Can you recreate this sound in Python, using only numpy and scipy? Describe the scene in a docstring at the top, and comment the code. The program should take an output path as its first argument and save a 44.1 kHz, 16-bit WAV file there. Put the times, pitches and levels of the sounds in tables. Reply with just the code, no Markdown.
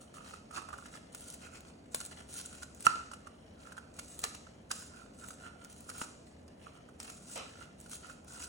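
"""Crackling, crunching and hollow snaps: a cockatoo chews the rim of a cardboard tube in a kitchen.
As its beak pulls, nibbles and scrapes, paper fibres rip, the layers of card crunch and snap,
and the hollow tube rings along. Once, the wall of the tube caves in with a loud pop.
The kitchen echoes it all over a low hum of background air."""
import sys
import numpy as np
from scipy import signal
from scipy.fft import rfft, irfft, next_fast_len
from scipy.io import wavfile
from scipy.ndimage import uniform_filter1d

SR = 44100
rng = np.random.default_rng(int(sys.argv[2]) if len(sys.argv) > 2 else 0)


def bounce(signal):
    """Save signal as a 16-bit WAV file at the path given by the first command-line argument."""
    frames = np.transpose(np.atleast_2d(signal))
    limited = np.clip(frames, -1, 1)
    pcm = np.round(limited * 32767).astype(np.int16)
    wavfile.write(sys.argv[1], SR, pcm)


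N = 373968
TIME = np.arange(N) / SR
LEFT_LAG_S = .00059  # sound from the bird's side reaches the left channel this much later

# snaps of the rim under the beak: (time [s], crack level [dB], tube ring level [dB])
RIM_SNAPS = [(.141, -64, -57.5), (0.3377, -55.5, -48), (0.51, -57, -51), (0.567, -46, -45),
             (0.5727, -54, -42), (.578, -59, -43), (0.583, -60, -43), (.619, -58, -47.5),
             (0.6876, -55, -46), (.704, -71, -50), (.73, -57, -43.5), (0.7384, -57, -44.5),
             (0.7802, -56, -56), (0.7854, -64, -48.5), (.824, -68, -54), (.858, -53.5, -52),
             (.952, -55, -52), (1.1476, -48, -55.5), (1.465, -68, -54.5), (1.9466, -32, -64),
             (2.003, -41.5, -51), (2.0115, -44.5, -52), (2.398, -47, -54.5), (2.528, -51, -58),
             (2.623, -49, -49), (2.63, -44, -48.5), (3.1142, -51.5, -49.5), (3.1346, -48, -48.5),
             (3.2697, -56, -48), (3.671, -62, -52), (3.7205, -53, -51), (3.768, -56.5, -55),
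             (3.779, -54.5, -44.5), (3.9898, -42.5, -51.5), (3.994, -44, -54), (4.239, -29.5, -40.5),
             (4.2484, -48, -56), (4.348, -46.5, -54), (4.468, -73, -55.5), (4.711, -39, -41),
             (4.7135, -32, -41.5), (4.824, -65, -56), (5.239, -53, -52.5), (5.305, -48.5, -50.5),
             (5.457, -66, -53.5), (5.474, -64, -54.5), (5.8914, -46.5, -49), (5.8984, -45, -48.5),
             (5.915, -63, -54), (6.015, -42.5, -38.5), (6.038, -57, -51), (6.479, -59.5, -68),
             (6.668, -69, -49), (6.8885, -66.5, -57.5), (7.001, -41.5, -58.5), (7.0989, -46.5, -55),
             (7.358, -44.5, -59), (7.376, -44.5, -59), (7.621, -68, -53), (7.86, -57, -58),
             (7.914, -47, -60), (7.9319, -48, -53.5), (8.098, -55, -49.5), (8.402, -53, -53.5),
             (8.4241, -47, -63)]
# the tube's main note shifts as the beak squeezes and shortens it: (time [s], pitch [Hz])
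TUBE_NOTE = [(0.7, 1275), (1.2, 1370), (2.6, 1437), (3.3, 1261), (3.7, 1393), (4.25, 1309), (4.72, 1449),
             (5.2, 1370), (6.0, 1362), (6.7, 1290), (7.5, 1386), (8.4, 1402)]
# tone of card being crushed: (frequency [Hz], level [dB])
CRUSH_TONE = [(100, -21.5), (250, -1), (600, 4.5), (1000, 1), (1900, -1), (2750, -0.5), (3500, -6),
              (5500, 0), (16000, -34.5)]


def gain_of(db):
    """Turns decibels into a factor to multiply a sound by."""
    return 10 ** (np.asarray(db) / 20)


def evened(x):
    """Scales a sound to an average power of 1."""
    return x / np.sqrt(np.mean(x ** 2) + 1e-20)


def burst(x):
    """Scales a short sound to the energy of 10 ms at power 1."""
    return evened(x) * np.sqrt(SR / 100 / x.shape[-1])


def read(points, hz):
    """Looks up a value between a table's rows, on a logarithmic frequency scale."""
    f, value = np.transpose(points)
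    return np.interp(np.log(hz + 1), np.log(f + 1), value)


def colour(x, tone):
    """Turns each frequency up or down as a tone table says."""
    size = next_fast_len(x.shape[-1] + 512)
    gains = gain_of(read(tone, np.fft.rfftfreq(size, 1 / SR)))
    return irfft(rfft(x, size) * gains, size)[..., :x.shape[-1]]


def add(mix, s, sound):
    """Mixes a sound in, starting at s seconds."""
    part = mix[:, max(round(s * SR), 0):][:, :sound.shape[1]]
    part += sound[:, :part.shape[1]]


def pair(size, likeness):
    """Left and right hiss: unrelated at likeness 0, the same at 1."""
    a, b = rng.standard_normal((2, size))
    return np.array([a, likeness * a + np.sqrt(1 - likeness ** 2) * b])


def leaning(right_db):
    """Left and right gains that move a sound sideways and keep its total power."""
    return evened(gain_of([[-right_db / 2], [right_db / 2]]))


def air(drone_hz=74):
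    """Steady low noise of the house, with a faint drone."""
    tone = [(24, -26), (48, -5.5), (80, 2.5), (110, -4), (250, 0.5), (340, -7.5), (650, -6.5), (900, -17),
            (3000, -31), (6000, -41), (15000, -39)]  # tone of the noise: (frequency [Hz], level [dB])
    sameness = [(70, 0.99), (280, 0.92), (640, 0), (2000, 0)]  # how alike left and right are: (frequency [Hz], likeness [0 to 1])
    a, b = rfft(rng.standard_normal((2, N)))
    likeness = read(sameness, np.fft.rfftfreq(N, 1 / SR))
    hiss = irfft(np.array([a, likeness * a + np.sqrt(1 - likeness ** 2) * b]), N)
    drone = np.sin(2 * np.pi * drone_hz * TIME)
    return gain_of(-57) * evened(colour(hiss, tone)) + gain_of(-72) * drone


def kitchen(x, size=30000):
    """The room answers with many small echoes, which die away at their own rate for each frequency."""
    fade_times = [(200, 0.3), (2000, 0.59), (7000, 0.72), (14000, 0.25)]  # how long the room rings: (frequency [Hz], time to fall 60 dB [s])
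    echoes = rng.standard_normal((2, size)) * (rng.random((2, size)) < .15)
    echoes *= np.clip(TIME[:size] / .00068 - .5, 0, 1)
    hz, t, bands = signal.stft(echoes, SR, nperseg=256)
    fade = gain_of(-60 * t / read(fade_times, hz)[:, None])
    tail = signal.istft(bands * fade, SR, nperseg=256)[1]
    tail /= np.linalg.norm(tail[0])
    tail[:, round(.024 * SR)] += .25  # one clear echo from the ceiling
    return signal.fftconvolve(x, tail, axes=1)[:, :N]


def wall(x, share, ring_s=.0046, size=512):
    """The stiff card rings briefly at many close pitches, which depend on where the beak holds it."""
    ring = rng.standard_normal((2, size)) * np.exp(-TIME[:size] / ring_s)
    ring *= share / np.linalg.norm(ring[0])
    ring[:, 0] += 1  # the sound itself passes through too
    return signal.oaconvolve(x, ring, axes=1)[:, :x.shape[1]]


def regripping(x, count=5, grips_per_s=4.5):
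    """The wall's ring changes as the beak moves from one grip to the next."""
    offsets = (TIME * grips_per_s - np.arange(count)[:, None]) % count - 1
    grips = np.cos(np.pi / 2 * np.clip(offsets, -1, 1))
    return sum(wall(x * grip, share=2.2) for grip in grips)


def tube(hz, right_db, damping=1, size=1024):
    """The hollow tube rings after a jolt: a few notes swell quickly and fade, the right side first."""
    # its notes: (pitch [times the main note], base width [Hz], level [dB], lean [-1 left to 1 right])
    notes = [(1.0, 178, 14.5, 1), (.77, 240, 2, 0.63), (1.2, 480, -6, 1), (2.04, 500, -5.5, 0.16)]
    t = np.maximum(TIME[:size] - np.array([[LEFT_LAG_S], [0]]), 0)
    ring = 0
    for ratio, width, db, lean in notes:
        decay = np.pi * width * damping  # a wider note dies sooner
        swell = decay ** 2 * t * np.exp(-decay * t)
        ring += gain_of(db) * leaning(right_db * lean) * swell * np.sin(2 * np.pi * ratio * hz * t)
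    return ring


def fractures(per_s, spread_db, fade_s, clump_db, likeness):
    """Tiny breaks, each a short puff of hiss; they come in runs that start at once and die away."""
    sizes = gain_of(spread_db * np.minimum(rng.exponential(1, N), 3.5))
    breaks = sizes * (rng.random(N) < per_s / SR)
    power = signal.lfilter([1], [1, -np.exp(-1 / (fade_s * SR))], breaks ** 2)
    power /= abs(uniform_filter1d(power, size=900)) + 1e-9  # evens out the level over about 20 ms
    run_starts = 1. * (rng.random(N) < 70 / SR)
    runs = signal.lfilter([1], [1, -np.exp(-1 / (.012 * SR))], run_starts)
    return evened(np.sqrt(power) * gain_of(clump_db * np.tanh(runs)) * pair(N, likeness))


def scraping():
    """The edge of the beak sticks and slips on the card: short rasps that swell and fade."""
    strokes = [(1.418, 0.066, -58.5), (1.51, 0.097, -63), (6.597, 0.13, -69)]  # scrapes along the wall: (start [s], length [s], level [dB])
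    tone = [(1200, -17), (2100, 1), (2650, 5), (3200, -13), (4500, -15)]  # tone of the rasp: (frequency [Hz], level [dB])
    slips = fractures(per_s=470, spread_db=2, fade_s=.00069, clump_db=3, likeness=.75)
    pressure = np.zeros((2, N))
    for start, length, db in strokes:
        arch = np.sin(np.pi * TIME[:round(length * SR)] / length)
        add(pressure, start, gain_of(db) * arch[None])
    return pressure * evened(colour(slips, tone))


def scuffing(start_s=7.3575, fade_s=.076, size=12000):
    """The rim skids across the beak: a low rasp that starts suddenly and runs out."""
    out = np.zeros((2, N))
    rasp = evened(colour(wall(pair(size, likeness=.37), share=.96), CRUSH_TONE))
    add(out, start_s, gain_of(-43.5) * rasp * np.exp(-(TIME[:size] / fade_s) ** 2))
    return out


def beak_work():
    """How hard the beak works the fibres, the layers and the tube at each moment, one row for each."""
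    # the beak never quite rests: (fibres [dB], layers [dB], tube [dB])
    resting_db = [-78.5, -73, -85]
    # it pulls strips off the rim: (start [s], length [s], relative fibre level [dB], swell [dB])
    pulls = [(-.02, 0.064, -58, -24), (.136, 0.042, -53, -11), (1.116, 0.23, -54.5, 5.5),
             (1.91, .15, -55.5, 7), (2.273, 0.14, -49.5, 11.5), (2.434, 0.028, -50.5, 7),
             (2.752, 0.1, -56.5, 6), (2.837, .022, -47.5, 20), (3.93, 0.35, -58, 8),
             (4.72, 0.16, -54.5, -9), (5.129, .21, -61, 8), (5.685, .24, -60.5, -5), (5.919, .12, -51, 13),
             (6.999, .18, -59, 0), (7.14, 0.22, -60.5, 28), (7.775, 0.13, -63.5, 7),
             (7.901, 0.063, -49.5, -2), (8.265, .18, -53, 14)]
    # it bites and lets go: (start [s], length [s], relative crush level [dB], relative tube level [dB])
    nibbles = [(0.147, 0.082, -68, -50.5), (0.2, .2, -60, -61), (0.52, 0.087, -50.5, -48.5),
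               (.72, 0.23, -64, -66), (0.897, 0.099, -58.5, -56), (1.39, .11, -60.5, -57.5),
               (1.506, 0.093, -59.5, -60), (1.636, .088, -65, -77), (2.107, 0.03, -55.5, -51.5),
               (2.15, 0.091, -60, -64), (2.467, .2, -60.5, -64), (2.84, 0.036, -50, -50),
               (3.563, 0.18, -64.5, -59), (4.231, 0.029, -48, -47), (4.872, .21, -64.5, -58.5),
               (5.179, .12, -63.5, -57), (5.374, 0.15, -62.5, -53), (5.58, .11, -66.5, -60.5),
               (5.937, 0.088, -57.5, -53.5), (6.254, 0.042, -66, -82), (6.589, 0.13, -67, -79),
               (6.717, 0.091, -71, -59.5), (6.983, 0.16, -58.5, -83.5), (7.393, 0.24, -66, -61),
               (7.562, .11, -62, -55), (7.998, 0.16, -59, -56), (8.267, .24, -67.5, -54)]
    # crackle around a snap, compared with that snap: (fibres [dB], layers [dB], tube [dB])
    strain_db = [-9, -12.5, -9]
    # the caved-in wall creaks and shudders as it settles: (fibres [dB], layers [dB], tube [dB])
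    settling_db = [-53.5, -43, -35]
    grip_s, release_s = .014, .0089
    build_s, ease_s, settle_s = .0069, .0098, .058
    power = np.ones((3, N)) * gain_of(resting_db)[:, None] ** 2

    def stroke(start, levels_db, shape):
        """Adds the power of one movement to the three rows."""
        add(power, start, np.outer(gain_of(levels_db), shape) ** 2)

    for start, length, db, swell_db in pulls:
        t = TIME[:round((length + .15) * SR)]
        held = np.minimum(t / grip_s, 1) * np.exp(-np.maximum(t - length, 0) / release_s)
        force = held * gain_of(db + swell_db * (np.minimum(t / length, 1) - .5))
        stroke(start, [0, -17, -12], force)  # a pull mostly rips fibres
    for start, length, crush_db, shake_db in nibbles:
        arch = np.sin(np.pi * TIME[:round(length * SR)] / length)
        stroke(start, [crush_db, crush_db, shake_db], arch)
    t = TIME[:SR // 10] - .05  # time before and after a snap
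    strain = np.exp(np.minimum(t / build_s, -t / ease_s))
    for s, crack_db, ring_db in RIM_SNAPS:
        bite_db = (crack_db + ring_db) / 2
        stroke(s + t[0], np.add([bite_db, bite_db, ring_db], strain_db), strain)
    stroke(2.865, settling_db, np.exp(-TIME[:SR // 2] / settle_s))
    return np.sqrt(power)


def chewing():
    """Fibres rip, layers of card crush and the tube rings under both, as hard as the beak works."""
    rip_tone = [(300, -35.5), (1500, -17), (3000, -13), (4900, -6), (6000, -3), (7200, -0.5), (9800, -4),
                (12000, -19), (15500, -7.5)]  # tone of ripping fibres: (frequency [Hz], level [dB])
    fine = fractures(per_s=1400, spread_db=0, fade_s=.00032, clump_db=11, likeness=.82)
    fine = evened(regripping(fine))
    # whole bundles of fibres part in single sharp ticks
    bundles = fractures(per_s=150, spread_db=3.5, fade_s=.0006, clump_db=5, likeness=.8)
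    bundles = evened(wall(bundles, share=1.1))
    fibres = evened(colour(fine + .6 * bundles, rip_tone))
    crunch = fractures(per_s=300, spread_db=2.5, fade_s=.00082, clump_db=11.5, likeness=.71)
    layers = evened(colour(regripping(crunch), CRUSH_TONE))
    layers[0] = np.roll(layers[0], round(LEFT_LAG_S * SR))
    # the beak squeezes the tube out of round, so its pitch differs from jolt to jolt
    hz = np.interp(TIME, *np.transpose(TUBE_NOTE))
    ring = 0
    for squeeze in (.965, 1, 1.035):
        jolts = fractures(per_s=100, spread_db=5, fade_s=.00032, clump_db=13, likeness=.7)
        note = signal.hilbert(tube(hz.mean() * squeeze, right_db=10))
        ring += signal.oaconvolve(jolts, note, axes=1)[:, :N]
    drift = np.exp(2j * np.pi * np.cumsum(hz - hz.mean()) / SR)  # slides the ring along TUBE_NOTE
    ring = evened((ring * drift).real)
    rip, crush, shake = beak_work()
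    return gain_of(2.13) * (rip * fibres + crush * layers) + gain_of(-2) * shake * ring


def ticking(rise_s=.00018, size=1024):
    """Thick fibres part with dry, bright ticks that leave the tube still."""
    ticks = [(.6876, -64), (.7805, -62), (1.1485, -43), (1.208, -49), (1.281, -50), (1.302, -45),
             (1.341, -45), (1.6065, -52.5), (1.9454, -34.5), (1.949, -42), (1.959, -42), (2.051, -44),
             (2.062, -44), (2.3405, -47), (2.382, -43), (2.3893, -47), (2.4407, -55), (2.748, -53.5),
             (2.8068, -46), (2.825, -47.5), (4.1917, -39.5), (4.2023, -51), (4.2185, -51), (5.2865, -44),
             (5.641, -57), (5.6475, -49), (5.7273, -53.5), (5.8067, -50), (5.981, -46), (5.992, -52),
             (7.03, -47.5), (7.315, -48), (7.802, -52), (7.812, -52), (7.8965, -52), (7.952, -47.5),
             (8.2455, -62), (8.334, -53)]  # each fibre that parts: (time [s], level [dB])
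    tone = [(1000, -13), (4000, -8.5), (8000, 4), (11500, -3.5), (15500, 1)]  # tone of a tick: (frequency [Hz], level [dB])
    out, age = np.zeros((2, N)), TIME[:size] / rise_s
    for s, db in ticks:
        puff = wall(age * np.exp(-age) * pair(size, likeness=.52), share=.96)
        add(out, s, gain_of(db) * burst(colour(puff, tone)))
    return out


def flexing(flex_s=.0007):
    """The wall bends and gives a short, woody note where it folds."""
    folds = [(2.8667, -38.5, 2740), (4.2393, -44.5, 4030), (6.015, -56.5, 2700)]  # each fold: (time [s], relative level [dB], pitch [Hz])
    out, t = np.zeros((2, N)), TIME[:SR // 20]
    for s, db, hz in folds:
        note = burst(t * np.exp(-t / flex_s) * np.sin(2 * np.pi * hz * t))
        add(out, s, gain_of(db) * note * leaning(right_db=-10))
    return out


def knocking(fade_cycles=1.4):
    """Firm bites jolt the whole tube with a dull knock."""
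    bites = [(1.946, -44.5, 587), (2.866, -45.5, 184), (2.867, -40.5, 673), (4.24, -50.5, 690),
             (5.559, -61, 710), (6.016, -47, 264), (7.001, -58, 910)]  # each firm bite: (time [s], level [dB], pitch [Hz])
    out, t = np.zeros((2, N)), TIME[:SR // 20]
    for s, db, hz in bites:
        knock = burst(np.exp(-t * hz / fade_cycles) * np.sin(2 * np.pi * hz * t))
        add(out, s, gain_of(db) * knock[None])
    return out


def snap(rise_s, crack_db, ring_db, hz, right_db, roughness, wall_share, damping, size=2048):
    """A layer of card gives way: a quick rush of breaks in the wall, and a jolt that rings the tube."""
    age = TIME[:size] / max(rise_s, 1e-4)
    breaks = age * np.exp(-age) * pair(size, likeness=.26)
    tone = [(80, -20), (200, -10), (700, -9.5), (2800, 2.5), (3500, -3.5), (5000, 6), (6900, 7.5),
            (9800, 3.5), (15500, -4)]  # tone of the crack: (frequency [Hz], level [dB])
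    crack = burst(colour(wall(breaks, share=wall_share), tone))
    jolt = roughness * breaks / np.linalg.norm(breaks[0])
    jolt[:, 0] += 1  # one clean kick at the start
    ring = burst(signal.fftconvolve(jolt, tube(hz, right_db, damping), axes=1)[:, :size])
    return gain_of(crack_db) * crack + gain_of(ring_db) * ring


def snapping(slowest_rise_s=.0024, detune=.033):
    """The rim snaps again and again, catching the tube at a slightly different pitch each time."""
    out = np.zeros((2, N))
    for s, crack_db, ring_db in RIM_SNAPS:
        hz = np.interp(s, *np.transpose(TUBE_NOTE)) * (1 + detune * rng.uniform(-1.1, 1))
        # the more a snap rings rather than cracks, the slower the layer gives way
        rise_s = slowest_rise_s * 2 ** (min(ring_db - crack_db, 0) / 9)
        sound = snap(rise_s, crack_db, ring_db, hz, right_db=7.5, roughness=1, wall_share=1, damping=1.93)
        add(out, s, sound)
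    return out


def buckling(start_s=2.8669, linger_hz=1370, linger_s=.62):
    """The wall caves in at once with a dull crack and a clean hollow pop, and a faint note lingers."""
    tone = [(5000, 1.5), (6700, 3.5), (9000, -4)]  # tone of the pop: (frequency [Hz], level [dB])
    out, t = np.zeros((2, N)), TIME[:SR // 2]
    pop = snap(rise_s=.00029, crack_db=-29, ring_db=-18, hz=1335, right_db=19,
               roughness=.049, wall_share=.45, damping=.85)
    add(out, start_s, colour(pop, tone))
    note = gain_of(-42 - 60 * t / linger_s) * np.sin(2 * np.pi * linger_hz * t)
    add(out, start_s, note[None])
    return out


def scene():
    """The bird and its tube in the kitchen."""
    chew = chewing() + scuffing() + scraping()
    snaps = snapping() + knocking() + ticking()
    bends = buckling() + 2 * flexing()
    # the pop and the folds fill the room evenly from both sides
    into_room = gain_of(-6) * chew + gain_of(-10.5) * snaps + gain_of(-9.5) * bends.mean(0)
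    return chew + snaps + bends + kitchen(into_room) + air()


def record(dry, cutoff_hz=16200):
    """Two microphone openings fall out of step in the high treble, and the very top is cut off."""
    common_tone = [(3800, 1), (4800, -4.5), (6000, -1), (8000, 0), (10300, 6), (12000, 1.5), (15300, 2)]  # what both hear alike: (frequency [Hz], level [dB])
    opposed_tone = [(3000, 1.5), (4700, 1), (6400, -15), (8500, -12.5), (10300, -4.5), (12500, -37),
                    (15300, -12)]  # what they hear in opposite ways: (frequency [Hz], level [dB])
    left_lead = [(6800, 0), (10000, -2.05), (11800, -3.08), (13600, -3.17), (15300, -3.7)]  # how far the left one leads: (frequency [Hz], phase [radians])
    mid = colour((dry[0] + dry[1]) / 2, common_tone)
    side = colour((dry[0] - dry[1]) / 2, opposed_tone)
    turn = np.exp(.5j * read(left_lead, np.fft.rfftfreq(N, 1 / SR)))  # half the phase for each side
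    channels = irfft(np.array([rfft(mid + side) * turn, rfft(mid - side) / turn]), N)
    treble_cut = signal.firwin(511, cutoff_hz, window=("kaiser", 9), fs=SR)
    return signal.oaconvolve(channels, treble_cut[None], "same")


dry = scene()
out = record(dry)
bounce(out)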